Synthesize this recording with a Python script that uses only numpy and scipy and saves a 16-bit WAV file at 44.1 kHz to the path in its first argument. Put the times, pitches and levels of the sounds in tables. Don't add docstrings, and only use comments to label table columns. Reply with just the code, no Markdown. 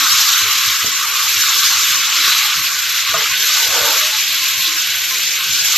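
import sys
import numpy as np
from scipy import signal
from scipy.fft import rfft, irfft, next_fast_len
from scipy.io import wavfile
from scipy.ndimage import uniform_filter1d

SR = 44100
rng = np.random.default_rng(int(sys.argv[2]) if len(sys.argv) > 2 else 0)


def unload_wav(signal):
    wavfile.write(
        sys.argv[1],
        SR,
        np.round(np.clip(np.atleast_2d(signal).T, -1, 1) * 32767).astype(np.int16),
    )


def field_ratio(decibels):
    return 10 ** (np.asarray(decibels, dtype=float) / 20)


N = 254872

# time in seconds, flow as level in dB, aim of the phone at the jets as brightness in dB.
STEAM_CURVE = [(0.0, -14, 1), (0.17, -13.5, 4), (0.5, -14, -0.3), (1.08, -19, 1), (1.4, -14, 0.7),
               (1.65, -14, 2.5), (2.05, -15.5, 0), (2.27, -12.5, -1.5), (2.42, -14, -2), (2.7, -18, -0.2),
               (3.1, -16.5, -3), (3.3, -16, -3.2), (3.56, -14, 0.8), (3.68, -15.8, 1.5), (3.88, -14, 0.3),
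               (4.15, -16.0, -1.2), (5.25, -18, -1.3), (5.78, -14.5, -0.5)]
ZONE_CENTRES_HZ = [1170, 2200, 4200, 7200, 12000]
ZONE_FLOW_SWING = [-0.23, -.2, 0.11, -0.2, -0.027]
ZONE_AIM_SWING = [0.41, -0.34, 0.31, 0.7, 0.39]
ZONE_WANDER_DB = [0.96, .3, 0.28, 0.56, 0.74]
# time in seconds, level in dB.
LOW_EDGE_CURVE = [(0, 4.5), (.2, 2.5), (.95, 3), (1.06, 6), (1.35, 1), (3.2, 4.5), (3.95, 2), (4.3, -5),
                  (5.78, -4.5)]
# time in seconds, half length in seconds, centre in Hz, change in dB.
COLOUR_SWAYS = [(1.32, 0.025, 1180, -4), (1.408, 0.018, 1170, -6), (1.68, .03, 1170, -7.5),
                (2.86, 0.14, 1070, -7), (2.998, 0.034, 1150, -3), (3.4, 0.13, 1170, -9.5),
                (3.642, 0.048, 1180, -14), (4.1, 0.075, 1170, -2), (4.33, 0.046, 1170, -0.5),
                (4.6, 0.046, 1200, -7), (4.9, 0.049, 1180, -4.5), (5.06, 0.026, 1180, -10),
                (5.3, 0.048, 1170, -7.5), (5.64, 0.04, 1170, -8), (5.55, .1, 1630, -7),
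                (.32, 0.13, 6300, 1), (1.07, 0.065, 4580, -2), (1.58, 0.13, 2750, -1.5),
                (2.08, 0.1, 12100, -3), (2.39, 0.023, 7240, 4.5), (3.15, 0.074, 12000, -2.5),
                (4.25, 0.11, 4200, 1.8), (4.65, 0.053, 3800, 3.5), (4.62, 0.065, 12000, 4),
                (4.98, 0.062, 12000, 2), (5.41, 0.026, 5800, -4.5), (1.2, 0.18, 11000, 4),
                (5.72, 0.045, 6500, 4)]
# frequency in Hz, level in dB per Hz.
HISS_SPECTRUM = [(610, -42), (1030, -6), (1100, -1.5), (1220, -2), (1510, -3.5), (1830, -6), (1990, -3),
                 (2490, -0.5), (3970, 1), (4860, -2.5), (6830, -3), (9300, -21), (11300, -16.5),
                 (12500, -5), (13100, -4)]
# frequency in Hz, level in dB per Hz.
SIDE_SPECTRUM = [(2350, -49), (4000, -18), (4100, -5), (4300, -4), (6500, -0.5), (7340, -5), (9360, -19),
                 (11500, -12.5), (12200, -5.5), (12800, -5.5), (16600, -39), (22000, -120)]
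# frequency in Hz, width in Hz, dB re body.
TRAY_WHISTLES = [(1490, 210, -15.5), (1647, 40, -19), (3990, 280, -12), (6740, 250, -48),
                 (12830, 600, -15.5)]
# frequency in Hz, level in dB per Hz.
SIMMER_SPECTRUM = [(120, -55), (200, -15), (318, -4.5), (383, -5.5), (451, -1), (491, -6.5), (649, -2),
                   (738, -2.5), (800, -6), (1040, -38), (1760, -120)]
# frequency in Hz, level in dB per Hz.
RUMBLE_SPECTRUM = [(15, -45), (25, -6), (48, 3), (75, -1), (91, -1.5), (130, 7), (161, -12), (200, -15.5),
                   (260, -1), (340, 5.5), (570, -120)]
# frequency in Hz, width in Hz, dB re rumble.
BASE_MODES = [(93.5, 28, 0), (159, 10.4, -4.5)]
# start in seconds, peak in dB.
BUBBLE_BURSTS = [(0.114, -36), (0.411, -32.5), (0.454, -40), (0.559, -45), (0.658, -31.5), (0.836, -30),
                 (1.239, -46), (1.346, -35), (1.747, -40), (1.891, -40), (1.953, -45), (2.567, -31.5),
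                 (3.099, -33), (3.299, -38), (3.675, -36), (3.805, -33), (4.299, -52), (4.57, -39),
                 (4.874, -46), (4.938, -50), (5.491, -33), (5.617, -37)]
# start in seconds, peak in dB.
FRINGE_OPENINGS = [(0.019, -28.5), (0.187, -30), (0.297, -34), (0.457, -33), (0.659, -52), (1.044, -32),
                   (1.222, -32), (1.495, -33), (1.695, -29), (2.066, -32), (2.302, -30), (2.424, -31),
                   (3.169, -28.5), (3.298, -47), (3.558, -27.5), (3.619, -31), (3.739, -23), (3.851, -18.5),
                   (4.074, -37), (5.656, -36)]
# time in seconds, length in seconds, Hz, level in dB.
BAND_LEAKS = [(0.026, 0.05, 292, -41), (0.454, 0.068, 425, -43), (1.55, 0.053, 433, -48),
              (2.203, .06, 308, -45), (2.276, 0.1, 430, -47), (3.187, 0.12, 460, -36),
              (3.31, 0.029, 1070, -28.5), (3.422, 0.079, 446, -43), (3.57, 0.57, 1500, -30.5),
              (3.688, 0.064, 282, -46), (3.815, 0.16, 470, -36), (4.008, 0.2, 634, -36),
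              (4.323, 0.081, 660, -47), (4.558, 0.42, 1060, -36), (4.72, 0.1, 320, -42.5),
              (4.887, 0.25, 1490, -34.5), (5.133, 0.051, 1060, -34.5), (5.145, 0.046, 454, -49),
              (3.645, 0.073, 480, -42), (3.193, 0.077, 593, -37.5), (4.114, 0.1, 869, -36),
              (0.864, 0.046, 450, -41), (0.876, 0.035, 280, -44), (3.153, 0.13, 150, -53),
              (3.963, 0.023, 460, -34), (2.283, 0.16, 3920, -21.5), (5.411, 0.041, 1060, -36.5),
              (5.499, 0.14, 160, -48.5), (5.63, 0.044, 660, -46), (5.742, 0.081, 1203, -37)]
# start in seconds, peak in dB, softness in Hz, share of lid ring 0-1, tail in seconds.
LID_KNOCKS = [
    (0.845, -23, 800, 0.25, 0.096),
    (3.141, -20.5, 1100, 0.93, 0.09),
]
# frequency in Hz, level in dB, time to fall by 60 dB in seconds.
LID_MODES = [(160, -1.5, 0.28), (460, 1.5, 0.11), (660, 20, 0.082), (1060, 9.5, 0.26), (1230, 22.5, 0.1),
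             (1450, 17, 0.087)]
# frequency in Hz, width in Hz, level in dB.
LID_HOLLOW = [(470, 71, -5), (642, 46, 1), (558, 44, -3.5), (754, 42, -6), (1150, 57, -2), (1500, 72, -6.5)]
# frequency in Hz, share of the running noise power that is taken off.
NOISE_SHARE = [(60, 0.16), (300, 0.16), (1000, 0.42), (2000, 0.09), (6000, 0.21), (13000, 0.066)]
# frequency in Hz, chance that the band drops out.
SIDE_DROPOUTS = [(4100, .7), (4500, .42), (4900, .2), (5400, .07), (6500, .03), (8000, .08), (9000, .14),
                 (11000, .17), (12000, .3), (12800, .45)]

OPEN_HZ, TOP_HZ = 1005, 13070
BODY_DB = -4.5
SWAY_OCTAVES = 0.28
SIMMER_LEVEL_DB, SIMMER_UNDER_LID_DB = -49.5, -39
BURST_RISE_S, BURST_FALL_S, BURST_DB, RUMBLE_DB = 0.016, 0.035, -10.5, -53.5
OPEN_RISE_S, OPEN_FALL_S, OPEN_DB, SHUT_DB = 0.01, 0.075, -10, -49.5
SWING_S, COMING_S, GOING_S, SWING_DB = 3.834, 0.16, 0.096, -24.5


def in_time(rows):
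    s, *columns = np.transpose(rows)
    return [np.interp(np.arange(N) / SR, s, c) for c in columns]


def at_hz(points, hz):
    table = np.array(points)
    return np.interp(np.log(hz + 1), np.log(table[:, 0]), table[:, 1])


def rms_one(x):
    return x / np.sqrt(np.mean(x ** 2) + 1e-20)


def held(x, seconds):
    power = uniform_filter1d(x ** 2, size=round(seconds * SR))
    return rms_one(x / (power + 0.1) ** 0.49)


def drift(rate_hz):
    r = np.exp(-80 * np.pi * rate_hz / SR)
    noise = rng.standard_normal(N // 40 + 2002)
    slow = signal.lfilter([1], [1, -2 * r, r * r], noise)[2000:]
    return np.interp(np.arange(N) / 40, np.arange(len(slow)), rms_one(slow))


def swells(events, rise_s, fall_s):
    s, db = np.transpose(events)
    t = np.arange(N)[::40] / SR - s[:, None] - rise_s
    shape = np.exp(-np.where(t < 0, t / rise_s, t / fall_s) ** 2)
    return np.interp(np.arange(N) / 40, np.arange(t.shape[1]), field_ratio(db) @ shape)


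def resonance(x, hz, width_hz):
    r = np.exp(-np.pi * width_hz / SR)
    top = [(1 - r * r) / 2, 0, (r * r - 1) / 2]
    return signal.lfilter(top, [1, -2 * r * np.cos(2 * np.pi * hz / SR), r * r], x)


def narrow(noise, hz, width_hz):
    return rms_one(resonance(resonance(noise, hz, width_hz), hz, width_hz))


def unsteady_notes(modes, unrest_db, rate_hz):
    notes = 0
    for hz, width_hz, db in modes:
        level = field_ratio(db + unrest_db * drift(rate_hz))
        notes = notes + level * narrow(rng.standard_normal(N), hz, width_hz)
    return notes


def only(x, low_hz, high_hz):
    size = next_fast_len(N)
    hz = np.arange(size // 2 + 1) * SR / size
    return irfft(rfft(x, size) * ((hz > low_hz) & (hz < high_hz)), size)[..., :N]


def bands(spectrum, source, count):
    hz, level_db = np.transpose(spectrum)
    size = next_fast_len(N)
    pitch = np.log(np.arange(size // 2 + 1) * SR / size + 1e-9)
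    colour = field_ratio(np.interp(pitch, np.log(hz), level_db, left=-200, right=-200))
    lines = rfft(source, size) * colour
    lines /= np.sqrt(2 * np.sum(np.abs(lines) ** 2) / size / N)
    centres = np.linspace(np.log(hz[0]), np.log(hz[-1]), count)
    for centre in centres:
        slice_ = np.clip(1 - np.abs(pitch - centre) / (centres[1] - centres[0]), 0, 1)
        yield np.exp(centre), irfft(lines * slice_, size)[:N]


def lumpy(spectrum, unrest_db, rate_hz, count):
    parts = bands(spectrum, rng.standard_normal(N), count)
    return sum(field_ratio(unrest_db * drift(rate_hz)) * band for _, band in parts)


def turbulence(spit_per_s, spit_db):
    hits = rng.random(N) < spit_per_s / SR
    sizes = field_ratio(4.75 * np.minimum(rng.exponential(1, N), 4))
    drops = hits * sizes * rng.choice([-1, 1], N)
    return rng.standard_normal(N) + field_ratio(spit_db) * rms_one(drops)


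def swayed(hz):
    s, half_s, centre_hz, db = np.transpose(COLOUR_SWAYS)
    t = np.arange(0, N, 100) / SR
    reach = db * np.exp(-(np.log2(hz / centre_hz) / SWAY_OCTAVES) ** 2)
    humps = np.exp(-((t - s[:, None]) / half_s[:, None]) ** 2)
    return np.interp(np.arange(N) / SR, t, reach @ humps)


def steam(spectrum, level_db, gust, patchy_db, count):
    flow, aim = in_time(STEAM_CURVE)
    zones = np.outer(ZONE_FLOW_SWING, flow) + np.outer(ZONE_AIM_SWING, aim)
    zones += [db * drift(10.7) for db in ZONE_WANDER_DB]
    zones[0] += in_time(LOW_EDGE_CURVE)[0]
    zones -= zones.mean(axis=1, keepdims=True)
    hiss, neighbour = 0, drift(12.0)
    for hz, band in bands(spectrum, turbulence(2500, -8.0), count):
        place = np.interp(np.log(hz), np.log(ZONE_CENTRES_HZ), np.arange(5))
        zone_db = np.clip(1 - np.abs(np.arange(5) - place), 0, 1) @ zones + swayed(hz)
        gust_db = gust * (hz / 4000) ** 0.48
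        own = drift(30.4)
        flicker_db = patchy_db * (own + 0.11 * neighbour)
        hiss = hiss + field_ratio(zone_db + gust_db + flicker_db) * band
        neighbour = own
    return field_ratio(flow + BODY_DB + level_db) * only(hiss, OPEN_HZ, TOP_HZ)


def whistles():
    return field_ratio(in_time(STEAM_CURVE)[0] + BODY_DB) * unsteady_notes(TRAY_WHISTLES, 2.2, 3.5)


def lid_near():
    t = np.arange(N) / SR - SWING_S
    return np.exp(-np.abs(np.where(t < 0, t / COMING_S, t / GOING_S)) ** 1.13)


def simmer():
    level = field_ratio(SIMMER_LEVEL_DB) + field_ratio(SIMMER_UNDER_LID_DB) * lid_near() ** 0.7
    return field_ratio(2.5) * level * lumpy(SIMMER_SPECTRUM, 1.6, 14.0, count=8)


def rumble():
    boil = field_ratio(-4.0) * lumpy(RUMBLE_SPECTRUM, 1.2, 17.0, count=5)
    boom = unsteady_notes(BASE_MODES, 2.7, 4.2)
    heat = field_ratio(RUMBLE_DB) + field_ratio(BURST_DB) * swells(BUBBLE_BURSTS, BURST_RISE_S, BURST_FALL_S)
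    return heat * field_ratio(2.0) * held(boil + boom, 0.034)


def fringe():
    noise = rms_one(only(resonance(rng.standard_normal(N), 905, 130), 800, OPEN_HZ))
    gate = field_ratio(SHUT_DB) + field_ratio(OPEN_DB) * swells(FRINGE_OPENINGS, OPEN_RISE_S, OPEN_FALL_S)
    return field_ratio(3.5) * gate * held(noise, 0.056)


def leaks():
    out, white = np.zeros(N), rng.standard_normal(N)
    for s, length_s, hz, db in BAND_LEAKS:
        start = max(round((s - length_s * 0.584) * SR), 0)
        end = round((s + length_s * 0.6) * SR)
        piece = narrow(white[start:end], hz, 40 + 0.011 * hz)
        envelope = np.abs(signal.hilbert(piece))
        piece = rms_one(piece / (envelope + 0.6) ** 0.6)
        out[start:start + len(piece)] += field_ratio(db) * piece * signal.windows.tukey(len(piece), 0.3)
    return out


def knocks():
    out, t = np.zeros(N), np.arange(SR // 4) / SR
    for s, db, soft_hz, ring, tail_s in LID_KNOCKS:
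        click = 24.0 * np.exp(-t / 0.0003)
        rattle = 2.0 * rng.standard_normal(len(t)) * (t < tail_s) * np.exp(-t / tail_s)
        softness = signal.butter(3, [75, soft_hz], "band", fs=SR, output="sos")
        thud = signal.sosfilt(softness, click + rattle)
        rings = sum(field_ratio(mode_db - 60 * t / t60) * np.sin(2 * np.pi * hz * t) for hz, mode_db, t60 in LID_MODES)
        rings *= np.clip(t / 0.0023, 0, 1)
        rings *= np.clip((tail_s + 0.046 - t) / 0.015, 0, 1)
        share, at = np.clip(ring, 0, 1), round(s * SR)
        knock = share ** 2 * rings + ((1 - share) ** 2 + 0.11) * thud
        out[at:at + len(t)] += field_ratio(db - 10.5) * knock
    return out


def swing():
    notes = rms_one(unsteady_notes(LID_HOLLOW, 2.6, 4.1))
    return field_ratio(SWING_DB - 6) * lid_near() * field_ratio(5.5) * held(notes, 0.04)


def scene():
    gust = 0.098 * drift(24.0) + 0.59 * drift(38.0)
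    middle = steam(HISS_SPECTRUM, 5.67, gust, patchy_db=1.3, count=22) + whistles()
    middle = middle + simmer() + rumble() + fringe() + leaks() + knocks() + swing()
    side = steam(SIDE_SPECTRUM, -3.5, gust, patchy_db=1.7, count=10)
    side = side * field_ratio(-0.4 * (in_time(STEAM_CURVE)[0] + 17.5))
    return np.array([middle + side, middle - side])


def suppressor(x):
    hz, _, bins = signal.stft(x, SR, nperseg=1024, noverlap=768)
    power = np.abs(bins) ** 2 + 1e-18
    now = uniform_filter1d(uniform_filter1d(power, size=9, axis=1), size=2, axis=0)
    noise = uniform_filter1d(uniform_filter1d(power, size=120, axis=1), size=9, axis=0)
    share = np.clip(at_hz(NOISE_SHARE, hz), 0, 1.5)[:, None]
    power_gain = np.clip(1 - share * noise / now, field_ratio(-4.0) ** 2, 1)
    return signal.istft(bins * np.sqrt(power_gain), SR, nperseg=1024, noverlap=768)[1][:N]


def patchy_side(side):
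    lead, band_hz = 626, 345
    hz, _, bins = signal.stft(np.pad(side, (lead, 0)), SR, "cosine", nperseg=2048, noverlap=1024)
    band = (hz // band_hz).astype(int)
    frames = bins.shape[1]
    frame_luck = rng.standard_normal(frames)
    band_luck = uniform_filter1d(rng.standard_normal((band[-1] + 1, frames)), size=2, axis=0)
    luck = uniform_filter1d(band_luck + 0.55 * frame_luck, size=3, axis=1)
    rank = luck.argsort(axis=1).argsort(axis=1) / frames
    chance = at_hz(SIDE_DROPOUTS, (band + 0.5) * band_hz)[:, None]
    kept = (rank[band] > chance) & (hz < 12790)[:, None]
    coarse = field_ratio(2.4 * rng.standard_normal(luck.shape) + 2.8 * rng.standard_normal(frames))[band]
    return signal.istft(bins * kept * coarse, SR, "cosine", nperseg=2048, noverlap=1024)[1][lead:lead + N]


def top_cut(x):
    return signal.sosfilt(signal.butter(12, 14430, fs=SR, output="sos"), x)


def record(dry):
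    middle = suppressor(dry.mean(axis=0))
    side = patchy_side((dry[0] - dry[1]) / 2)
    middle = only(0.95 * np.tanh(middle / 0.95), 12, TOP_HZ)
    return top_cut(np.array([middle + side, middle - side]))


dry = scene()
out = record(dry)
unload_wav(out)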